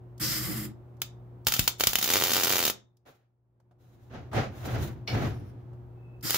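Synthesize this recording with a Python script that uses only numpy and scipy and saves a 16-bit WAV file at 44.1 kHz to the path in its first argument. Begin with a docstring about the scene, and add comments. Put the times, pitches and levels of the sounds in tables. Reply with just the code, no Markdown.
"""A wire-feed welder in a small workshop, its transformer humming. First the trigger is squeezed briefly:
gas hisses and the feed motor runs. Then the arc strikes, stutters and settles into a fast crackle of
short circuits on clamped steel plates, while molten metal sizzles. After the weld the hum sinks away.
It comes back as someone shuffles round the table, knocking metal and sliding the torch along the clamp.
A faint squeak follows, and a second weld begins right at the end."""
import sys
import numpy as np
from scipy import signal
from scipy.fft import rfft, irfft, next_fast_len
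from scipy.io import wavfile
from scipy.ndimage import uniform_filter1d, map_coordinates

SR = 44100
rng = np.random.default_rng(int(sys.argv[2]) if len(sys.argv) > 2 else 0)


def wav_out(sig):
    """Save sig, one row per channel (or a flat mono array), as 16-bit PCM at SR to the path in sys.argv[1]."""
    wavfile.write(sys.argv[1], SR, np.round(np.clip(np.atleast_2d(sig).T, -1, 1) * 32767).astype(np.int16))


N = 280917

# how alike left and right are, for close and for spread-out sounds: f/Hz, likeness (1 = the same)
CLOSE_LIKENESS = [(100, 1), (500, 0.64), (3000, 0.33), (9000, .2)]
SPREAD_LIKENESS = [(60, 1), (300, 0.76), (1000, 0.13), (5000, .1)]
# violent strikes of the stuttering arc: t/s, pressure spike/dB, spatter burst/dB, crack/dB, air puff/dB
ARC_STRIKES = [(1.018, -48, -22, -22, -55), (1.469, -11, -14, -19, -24.5),
               (1.522, -23.5, -23.5, -16.5, -44), (1.5931, -16, -16, -12.5, -16.5),
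               (1.677, -12, -12, -17, -43.5), (1.808, -8.5, -19, -18, -39.5),
               (1.8374, -9.5, -19.5, -13.5, -37.5), (1.871, -12.5, -13, -11.5, -23.5),
               (1.9327, -20, -25.5, -19.5, -44), (1.9557, -14.5, -20, -8.5, -34.5),
               (2.136, -13, -15.5, -18.5, -29), (6.3068, -16, -46, -10, -48)]


def arc():
    """Each short circuit makes a pressure spike and throws spatter; hot metal sizzles, the steel rings."""
    # tone colour of flying spatter: f/Hz, level/dB
    spatter_colour = [(120, -33), (200, 1), (538, -19.5), (671, -9), (749, -2), (1020, -12.5), (1320, 0.5),
                      (1560, -6.5), (3130, -0.5), (7270, 0), (8120, -10), (15100, 2.5), (16000, 4)]
    # ringing notes of the torch and plates: f/Hz, width/Hz, level/dB
    steel_notes = [(3060, 100, -1), (3380, 60, -1.5), (3650, 90, -3), (4030, 56, 0.5), (4400, 37, -8.5),
                   (5700, 67, -6), (7080, 52, -7)]
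    times, spike_db, burst_db = short_circuits().T
    t = np.arange(SR // 8) / SR
    push = np.exp(-((t - .0001) / .00005) ** 2)
    suction = 0.14 * np.exp(-((t - .0007) / 0.00074) ** 2)
    direct = after(train(times, spike_db), 1.5 * (push - suction))
    spikes = np.array([direct - 0.1 * np.roll(direct, early) + .35 * np.roll(direct, late)
                       for early, late in ((24, 110), (48, 94))])  # echoes off the plates, in samples
    fading = (1 - np.exp(-t / 0.00065)) * (amp(-60 * t / .022) + 0.33 * amp(-60 * t / 0.076))
    spatter = noise(tint(spatter_colour), CLOSE_LIKENESS)
    bursts = after(train(times, burst_db), 1.23 * fading) * spatter
    sizzle = molten_metal() * spatter
    strike_times, _, _, crack_db, puff_db = np.transpose(ARC_STRIKES)
    cracks = after(train(strike_times, crack_db), amp(-60 * t / .009)) * spatter
    ring = filtered(2.5 * cracks + .8 * spikes + 0.59 * (bursts + sizzle), resonances(steel_notes))
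    swing = np.sin(np.sqrt(t / 0.00022)) * amp(-60 * t / 0.067)  # the air swings slower and slower
    puffs = after(train(strike_times, puff_db), swing)
    return spikes + puffs + bursts + cracks + ring + sizzle


def short_circuits():
    """All shorts as rows of time, spike and burst; in the settled arc, ordinary ones fill the gaps."""
    # shorts that stand out of the crackle: t/s, pressure spike/dB, spatter burst/dB
    pops = [(1.4826, -19, -20.5), (1.5378, -32, -17.5), (1.564, -23.5, -27), (1.798, -26.5, -24.5),
            (1.9855, -28, -19.5), (2.013, -24, -24.5), (2.0264, -22, -17), (2.0421, -27, -18.5),
            (2.0584, -18, -25), (2.0764, -18, -24), (2.0893, -15, -24.5), (2.1023, -10.5, -18.5),
            (2.1571, -7, -22.5), (2.168, -10, -20), (2.223, -7.5, -24.5), (2.2369, -12, -16),
            (2.3175, -13, -22), (2.3336, -16, -15.5), (2.3886, -14.5, -33.5), (2.434, -13, -16),
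            (2.5045, -9.5, -26.5), (2.524, -13, -18), (2.5565, -12, -19.5), (2.6273, -13.5, -22),
            (2.6517, -14.5, -15.5), (2.6785, -12.5, -20), (2.6992, -12.5, -21.5), (6.2975, -22.5, -24.5),
            (6.3446, -13, -20), (6.3564, -16, -38)]
    settled_from_s, settled_to_s, shorts_per_s = 2.1, 2.69, 90
    standouts = np.array(sorted([row[:3] for row in ARC_STRIKES] + pops))
    marks = [s for s in standouts[:, 0] if settled_from_s < s < settled_to_s]
    times = np.concatenate([np.linspace(a, b, max(round((b - a) * shorts_per_s), 1) + 1)[1:-1]
                            for a, b in zip(marks, marks[1:])])
    ordinary = np.array([(s, -15, -26) for s in times])  # same columns as the pops
    scatter = rng.standard_normal(ordinary.shape) * [0.0011, 2.5, 3.5]
    return np.vstack([standouts, ordinary + scatter])


def molten_metal():
    """Strength of the sizzle while the arc is lit, roughened by tiny droplets landing."""
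    # surges of sizzling: start/s, rise/s, hold/s, fall/(dB/s), level/dB
    surges = [(1.462, 0.0096, 0.17, 403.5, -32.5), (1.66, 0.0075, 0.0085, 262, -46),
              (1.782, 0.013, 0.1, 299.5, -39), (1.864, .03, .015, 401, -29.5),
              (1.948, 0.021, .02, 119, -34), (2.018, 0.061, .5, 61.5, -33.5),
              (2.658, 0.018, 0.018, 1198.5, -37), (6.31, 0.023, .1, 300, -28)]
    droplet_count, arc_out_s = 5000, 2.71
    sizes_db = np.minimum(6 * rng.exponential(size=droplet_count), 20)
    landing = amp(-60 * np.arange(200) / SR / 0.0035)
    droplets = after(train(rng.uniform(0, N / SR, size=droplet_count), sizes_db), landing)
    lit = swells(*np.transpose(surges))
    lit[round(arc_out_s * SR):round(surges[-1][0] * SR)] = 0  # no sizzle between the welds
    return lit * (0.55 + .4 * unit(droplets))


def gas_jet():
    """Shielding gas hisses through the cup of the torch while the trigger is held."""
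    # trigger squeezes: press/s, release/s, steady jet/dB, first spurt/dB
    squeezes = [(0.197, 0.657, -27.5, -22.5), (6.226, 6.4, -30.5, -27.5)]
    # tone colour of the gas: f/Hz, level/dB
    gas_colour = [(290, -40.5), (500, -3.5), (855, -12.5), (1230, -0.5), (1950, -7.5), (2650, -8),
                  (5020, -5.5), (6700, -10), (16000, -8.5)]
    # ringing notes of the cup: f/Hz, width/Hz, level/dB
    cup_notes = [(1380, 1400, -17.5), (1995, 180, 1), (3170, 260, -7.5), (5050, 91, 0), (7260, 260, 2),
                 (8300, 102, -10), (8730, 94, 0), (13400, 1570, 1.5)]
    valve_share, valve_s = 0.19, 0.00206  # part of the flow is there as soon as the valve opens
    jet_rise_s, spurt_rise_s = 0.038, 0.036
    jet_fall_db_s, spurt_fall_db_s, shut_db_s = 30, 90, 620
    press, release, jet_db, spurt_db = np.transpose(squeezes)[:, :, None]
    t = np.maximum(np.arange(N) / SR - press, 0)
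    shut_db = shut_db_s * np.maximum(t + press - release, 0)
    opening = 1 - valve_share * np.exp(-t / valve_s) - (1 - valve_share) * np.exp(-t / jet_rise_s)
    flow = opening * amp(jet_db - jet_fall_db_s * t - shut_db)
    surge = (1 - np.exp(-t / spurt_rise_s)) ** 2 * amp(spurt_db - spurt_fall_db_s * t - shut_db)
    through_cup = lambda hz: tint(gas_colour)(hz) * (1 + 3.8 * np.abs(resonances(cup_notes)(hz)))
    jet = flow.sum(0) * noise(through_cup, CLOSE_LIKENESS)
    spurt = surge.sum(0) * noise(resonances([(5090, 1000, 0)]), CLOSE_LIKENESS)  # the first rush sings
    return (jet + spurt) * amp(wobble(40))


def feed_motor():
    """The motor that feeds the wire shakes its housing."""
    # one loudness curve for each squeeze: t/s, level/dB
    runs = [
        [(.195, -52), (.213, -33), (.259, -37), (.393, -40), (.503, -32), (.653, -38.5), (.72, -42.5)],
        [(6.225, -48), (6.253, -32), (6.311, -56)],
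    ]
    # low notes of the housing: f/Hz, width/Hz, level/dB
    housing_notes = [(66.3, 18, -6), (87.7, 10, -12.5), (124.6, 12.2, 1), (218.2, 7.8, 2.5),
                     (314.3, 14.2, -4.5)]
    return fader(*runs) * noise(resonances(housing_notes), SPREAD_LIKENESS)


def handled_metal():
    """Knocked metal rings briefly and the table answers with a dull bump; small parts click."""
    # small knocks: t/s, clank/dB, bump/dB, time to fade by 60 dB/s
    knocks = [(3.6, -84.5, -64.5, 0.051), (3.71, -88, -62, 0.085), (4.33, -63, -33.5, 0.37),
              (5.075, -30, -44, 0.23), (5.73, -85, -56, 0.075)]
    # ringing notes of the metal: f/Hz, width/Hz, level/dB
    metal_notes = [(2246, 68, 9.5), (2980, 85, 2), (3480, 100, -1), (4320, 52, 7), (4970, 88, 0),
                   (5530, 170, -2), (12200, 17000, -33.5)]
    # tiny clicks of trigger, wire and cooling metal: t/s, level/dB
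    click_events = [(0.179, -50), (.968, -67), (1.0, -66), (1.448, -52), (2.969, -64), (3.601, -72),
                    (6.209, -56)]
    # their bright tone colour: f/Hz, level/dB
    click_colour = [(1200, -39.5), (3000, -5.5), (5500, 1.5), (9000, -9), (13000, -4.5), (16000, -8.5)]
    clank, bump = np.zeros((2, N + SR))
    t = np.arange(SR // 2) / SR
    touch = 1 - np.exp(-t / 0.00087)  # soft contact
    for start, clank_db, bump_db, fade_s in knocks:
        clank[round(start * SR):][:len(t)] += amp(clank_db - 60 * t / fade_s) * touch
        bump[round(start * SR):][:len(t)] += amp(bump_db - 60 * t / fade_s) * touch
    clanks = clank[:N] * noise(resonances(metal_notes), CLOSE_LIKENESS)
    bumps = bump[:N] * noise(resonances([(654, 200, 9), (1610, 400, -10)]), CLOSE_LIKENESS)
    click = after(train(*np.transpose(click_events)), amp(-60 * t / .03) * touch)
    return clanks + bumps + click * noise(tint(click_colour), CLOSE_LIKENESS)


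def shuffle():
    """Soles and cable rub the floor in grainy strokes; clothing rustles."""
    # strokes: start/s, rise/s, hold/s, fall of the thud/(dB/s), thud/dB, scuff/dB, cloth/dB
    strokes = [(3.052, .012, 0.029, 102, -67, -55, -62), (3.783, .02, 0.27, 25, -58.5, -71, -74),
               (4.098, 0.047, .005, 90, -38, -44.5, -73), (4.315, 0.04, 0.032, 100.5, -28.5, -30, -51),
               (4.51, 0.048, 0.12, 99.5, -48.5, -53, -57.5), (4.629, 0.027, 0.043, 98, -34, -39.5, -49.5),
               (4.704, 0.046, 0.026, 73.5, -31, -38.5, -58), (4.78, 0.037, 0.033, 144, -37, -52, -43),
               (5.07, .015, 0.0058, 146, -64, -41.5, -47), (5.09, 0.058, 0.13, 149, -27, -35.5, -53),
               (5.337, 0.031, 0.039, 25, -44.5, -60.5, -79)]
    # tone colours of low thud, floor scuff and cloth: f/Hz, level/dB
    thud_colour = [(18, -56), (30, -8.5), (125, 8), (172, -11), (205, -6), (358, -9), (644, -37),
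                   (746, -45), (802, -28), (1000, -24.5), (1300, -83), (2200, -120)]
    scuff_colour = [(290, -9), (500, -4.5), (645, -5.5), (742, -3.5), (946, -14.5), (1370, -10.5),
                    (6800, -32), (8000, -48), (10400, -46), (17600, -120)]
    cloth_colour = [(2350, -16), (4000, -4), (4360, -13), (6980, -8), (7880, -17), (15200, -9), (16000, -6)]
    start, rise, hold, fall, thud_db, scuff_db, cloth_db = np.transpose(strokes)
    grain = amp(0.66 * wobble(90) + 1.34 * wobble(25.12))
    thud = swells(start, rise, hold, fall, thud_db) * noise(tint(thud_colour), SPREAD_LIKENESS)
    scuff = swells(start, rise, hold, 1.65 * fall, scuff_db) * noise(tint(scuff_colour), SPREAD_LIKENESS)
    flutter = amp(2.24 * wobble(60))
    cloth = swells(start, rise, hold, 2 * fall, cloth_db) * noise(tint(cloth_colour), SPREAD_LIKENESS)
    return thud + grain * scuff + flutter * cloth


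def torch_slide():
    """The torch slides along the clamp, which sings faintly and unevenly."""
    # loudness of the slide: t/s, level/dB
    slide = [(5.2, -80), (5.3, -75), (5.42, -72.5), (5.5, -73), (5.55, -92)]
    # high notes of the clamp: f/Hz, width/Hz, level/dB
    clamp_notes = [(5500, 440, 2), (9800, 170, 4), (13900, 1200, -3)]
    return fader(slide) * amp(4.8 * wobble(18)) * noise(resonances(clamp_notes), SPREAD_LIKENESS)


def hum_and_air():
    """Mains current makes the transformer hum, a little unsteadily, over the noise of the room."""
    # both sink after the weld and come back: t/s, gain/dB
    dip = [(0, 2), (1.45, 2.5), (1.55, 0.5), (2.6, -3), (2.85, -12.5), (3.05, -19), (3.4, -22),
           (3.8, -11.5), (4.1, -3), (4.3, 3.5), (6.37, 3)]
    # tones of the hum: f/Hz, level before that gain/dB
    hum_tones = [(120, -47), (180, -69), (280, -78.5), (360, -61)]
    # tone colour of the room noise: f/Hz, level/dB
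    air_colour = [(15, -48.5), (30, -22), (64, -6.5), (100, -13.5), (175, -18.5), (300, -21), (430, -23.5),
                  (860, -28.5), (2000, -46.5), (5000, -61), (10000, -65), (16000, -57)]
    t = np.arange(N) / SR
    lead = np.array([[.2], [-.2]])  # radians: the hum reaches the left side a little earlier
    hum = 0
    for hz, db in hum_tones:
        strength = amp(db + 0.5 + 1.1 * wobble(7.8))
        cycles = hz * t + .03 * wobble(12) + rng.random()
        hum += strength * np.sin(2 * np.pi * cycles + lead)
    air = amp(-55.5 + 0.73 * wobble(1.5)) * noise(tint(air_colour), SPREAD_LIKENESS)
    return fader(dip) * (hum + air)


def squeak():
    """A thin, rough, faint squeak just before the second weld."""
    # its loudness: t/s, level/dB
    loudness = [(5.9, -94.5), (6.06, -68.5), (6.21, -75.5), (6.24, -78)]
    return fader(loudness) * noise(lambda hz: resonances([(2600, 60, 0)])(hz) ** 2, CLOSE_LIKENESS)


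def workshop(x):
    """The room's echo of x, in which each frequency dies away at its own speed."""
    # length of the echo (the metal table lingers near 3.6 kHz): f/Hz, time to fade by 60 dB/s
    fade_times = [(200, 0.37), (2000, 0.23), (3100, 0.2), (3600, 0.29), (4200, 0.2), (6000, 0.22),
                  (14000, 0.11)]
    hz, t, spectrum = signal.stft(rng.standard_normal((2, SR // 2)), SR, nperseg=256)
    tail = signal.istft(spectrum * amp(-60 * t / along(fade_times, hz)[:, None]), SR, nperseg=256)[1]
    delayed = np.pad(x, ((0, 0), (200, 0)))
    return signal.fftconvolve(delayed, tail / np.linalg.norm(tail[0]), axes=1)[:, :N]


def amp(db):
    """Turn decibels into a gain to multiply by."""
    return 10 ** (np.asarray(db) / 20)


def unit(x):
    """Scale x to an average power of 1."""
    return x / np.sqrt(np.mean(x ** 2) + 1e-20)


def along(points, hz):
    """Read between (f/Hz, value) points on a logarithmic frequency scale."""
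    freqs, values = np.transpose(points)
    return np.interp(np.log(hz + 1), np.log(freqs + 1), values)


def tint(points):
    """Turn a tone colour table into a gain for any frequency."""
    return lambda hz: amp(along(points, hz))


def resonances(notes):
    """How something with these ringing notes answers each frequency."""
    return lambda hz: sum((-1) ** k * amp(db) * 1j * hz * width / (centre ** 2 - hz ** 2 + 1j * hz * width)
                          for k, (centre, width, db) in enumerate(notes))


def filtered(x, response):
    """Scale and delay each frequency of x as the response says."""
    size = next_fast_len(N + SR // 2)
    return irfft(rfft(x, size) * response(np.fft.rfftfreq(size, 1 / SR)), size)[..., :N]


def noise(colour, likeness):
    """Stereo noise of power 1 with a given tone colour and left-right likeness."""
    def response(hz):
        turn = np.arccos(np.clip(along(likeness, hz), -1, 1)) / 2
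        return colour(hz) * [np.cos(turn), np.sin(turn)]
    mid, side = filtered(rng.standard_normal((2, N)), response)
    return unit(np.array([mid + side, mid - side]))


def fader(*curves):
    """A smooth gain that follows (t/s, level/dB) curves and is silent outside them."""
    t = np.arange(N) / SR
    gain = sum(amp(np.interp(t, s, db, left=-200, right=-200)) for s, db in map(np.transpose, curves))
    return uniform_filter1d(gain, size=90, mode="nearest")


def swells(start, rise, hold, fall, db, rise_db=18):
    """Add up gains that rise, hold and fall along straight lines in dB."""
    steps = np.arange(0, N + 32, 32)
    t = steps[:, None] / SR - start
    below_db = rise_db * np.clip(1 - t / rise, 0, 1) + fall * np.maximum(t - rise - hold, 0)
    shapes = amp(db - below_db) * (t > 0)
    return np.interp(np.arange(N), steps, shapes.sum(1))


def wobble(rate):
    """A smooth curve through `rate` random values a second."""
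    return map_coordinates(rng.standard_normal(int(N * rate / SR) + 4), [np.arange(N) * rate / SR])


def train(times, db):
    """A one-sample pulse for each event."""
    return np.bincount(np.round(np.asarray(times) * SR).astype(int), amp(db), N + SR)[:N]


def after(pulses, shape):
    """Start a copy of the shape at every pulse."""
    return signal.fftconvolve(pulses, shape)[:N]


def scene():
    """Mix all sources; only the close ones get the room's echo."""
    close = arc() + gas_jet() + feed_motor() + handled_metal() + torch_slide()
    return close + amp(-11.5) * workshop(close) + shuffle() + hum_and_air() + squeak()


def record(dry):
    """Two microphones colour the sound differently and drop the deepest bass and highest treble."""
    # how much louder the left side is: f/Hz, left over right/dB
    balance = [(100, 1.26), (350, -1), (700, -0.5), (1400, -1), (4000, 0.5), (9000, 1.4), (13000, -2)]
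    # sound reaches the two sides at different moments: f/Hz, lead of the left/radians
    lead = [(300, -0.12), (1000, -0.52), (5000, -0.95), (14000, -1.6)]
    top_hz, bass_hz = 15830, 45
    sides = lambda hz: amp(np.outer([.5, -.5], along(balance, hz)))
    timing = lambda hz: np.exp(np.outer([.5j, -.5j], along(lead, hz)))
    treble_cut = lambda hz: np.clip((top_hz - hz) / 200, 0, 1) ** 2
    bass_cut = lambda hz: (1j * hz / (bass_hz + 1j * hz)) ** 2
    return filtered(dry, lambda hz: sides(hz) * timing(hz) * treble_cut(hz) * bass_cut(hz))


dry = scene()
out = record(dry)
wav_out(out)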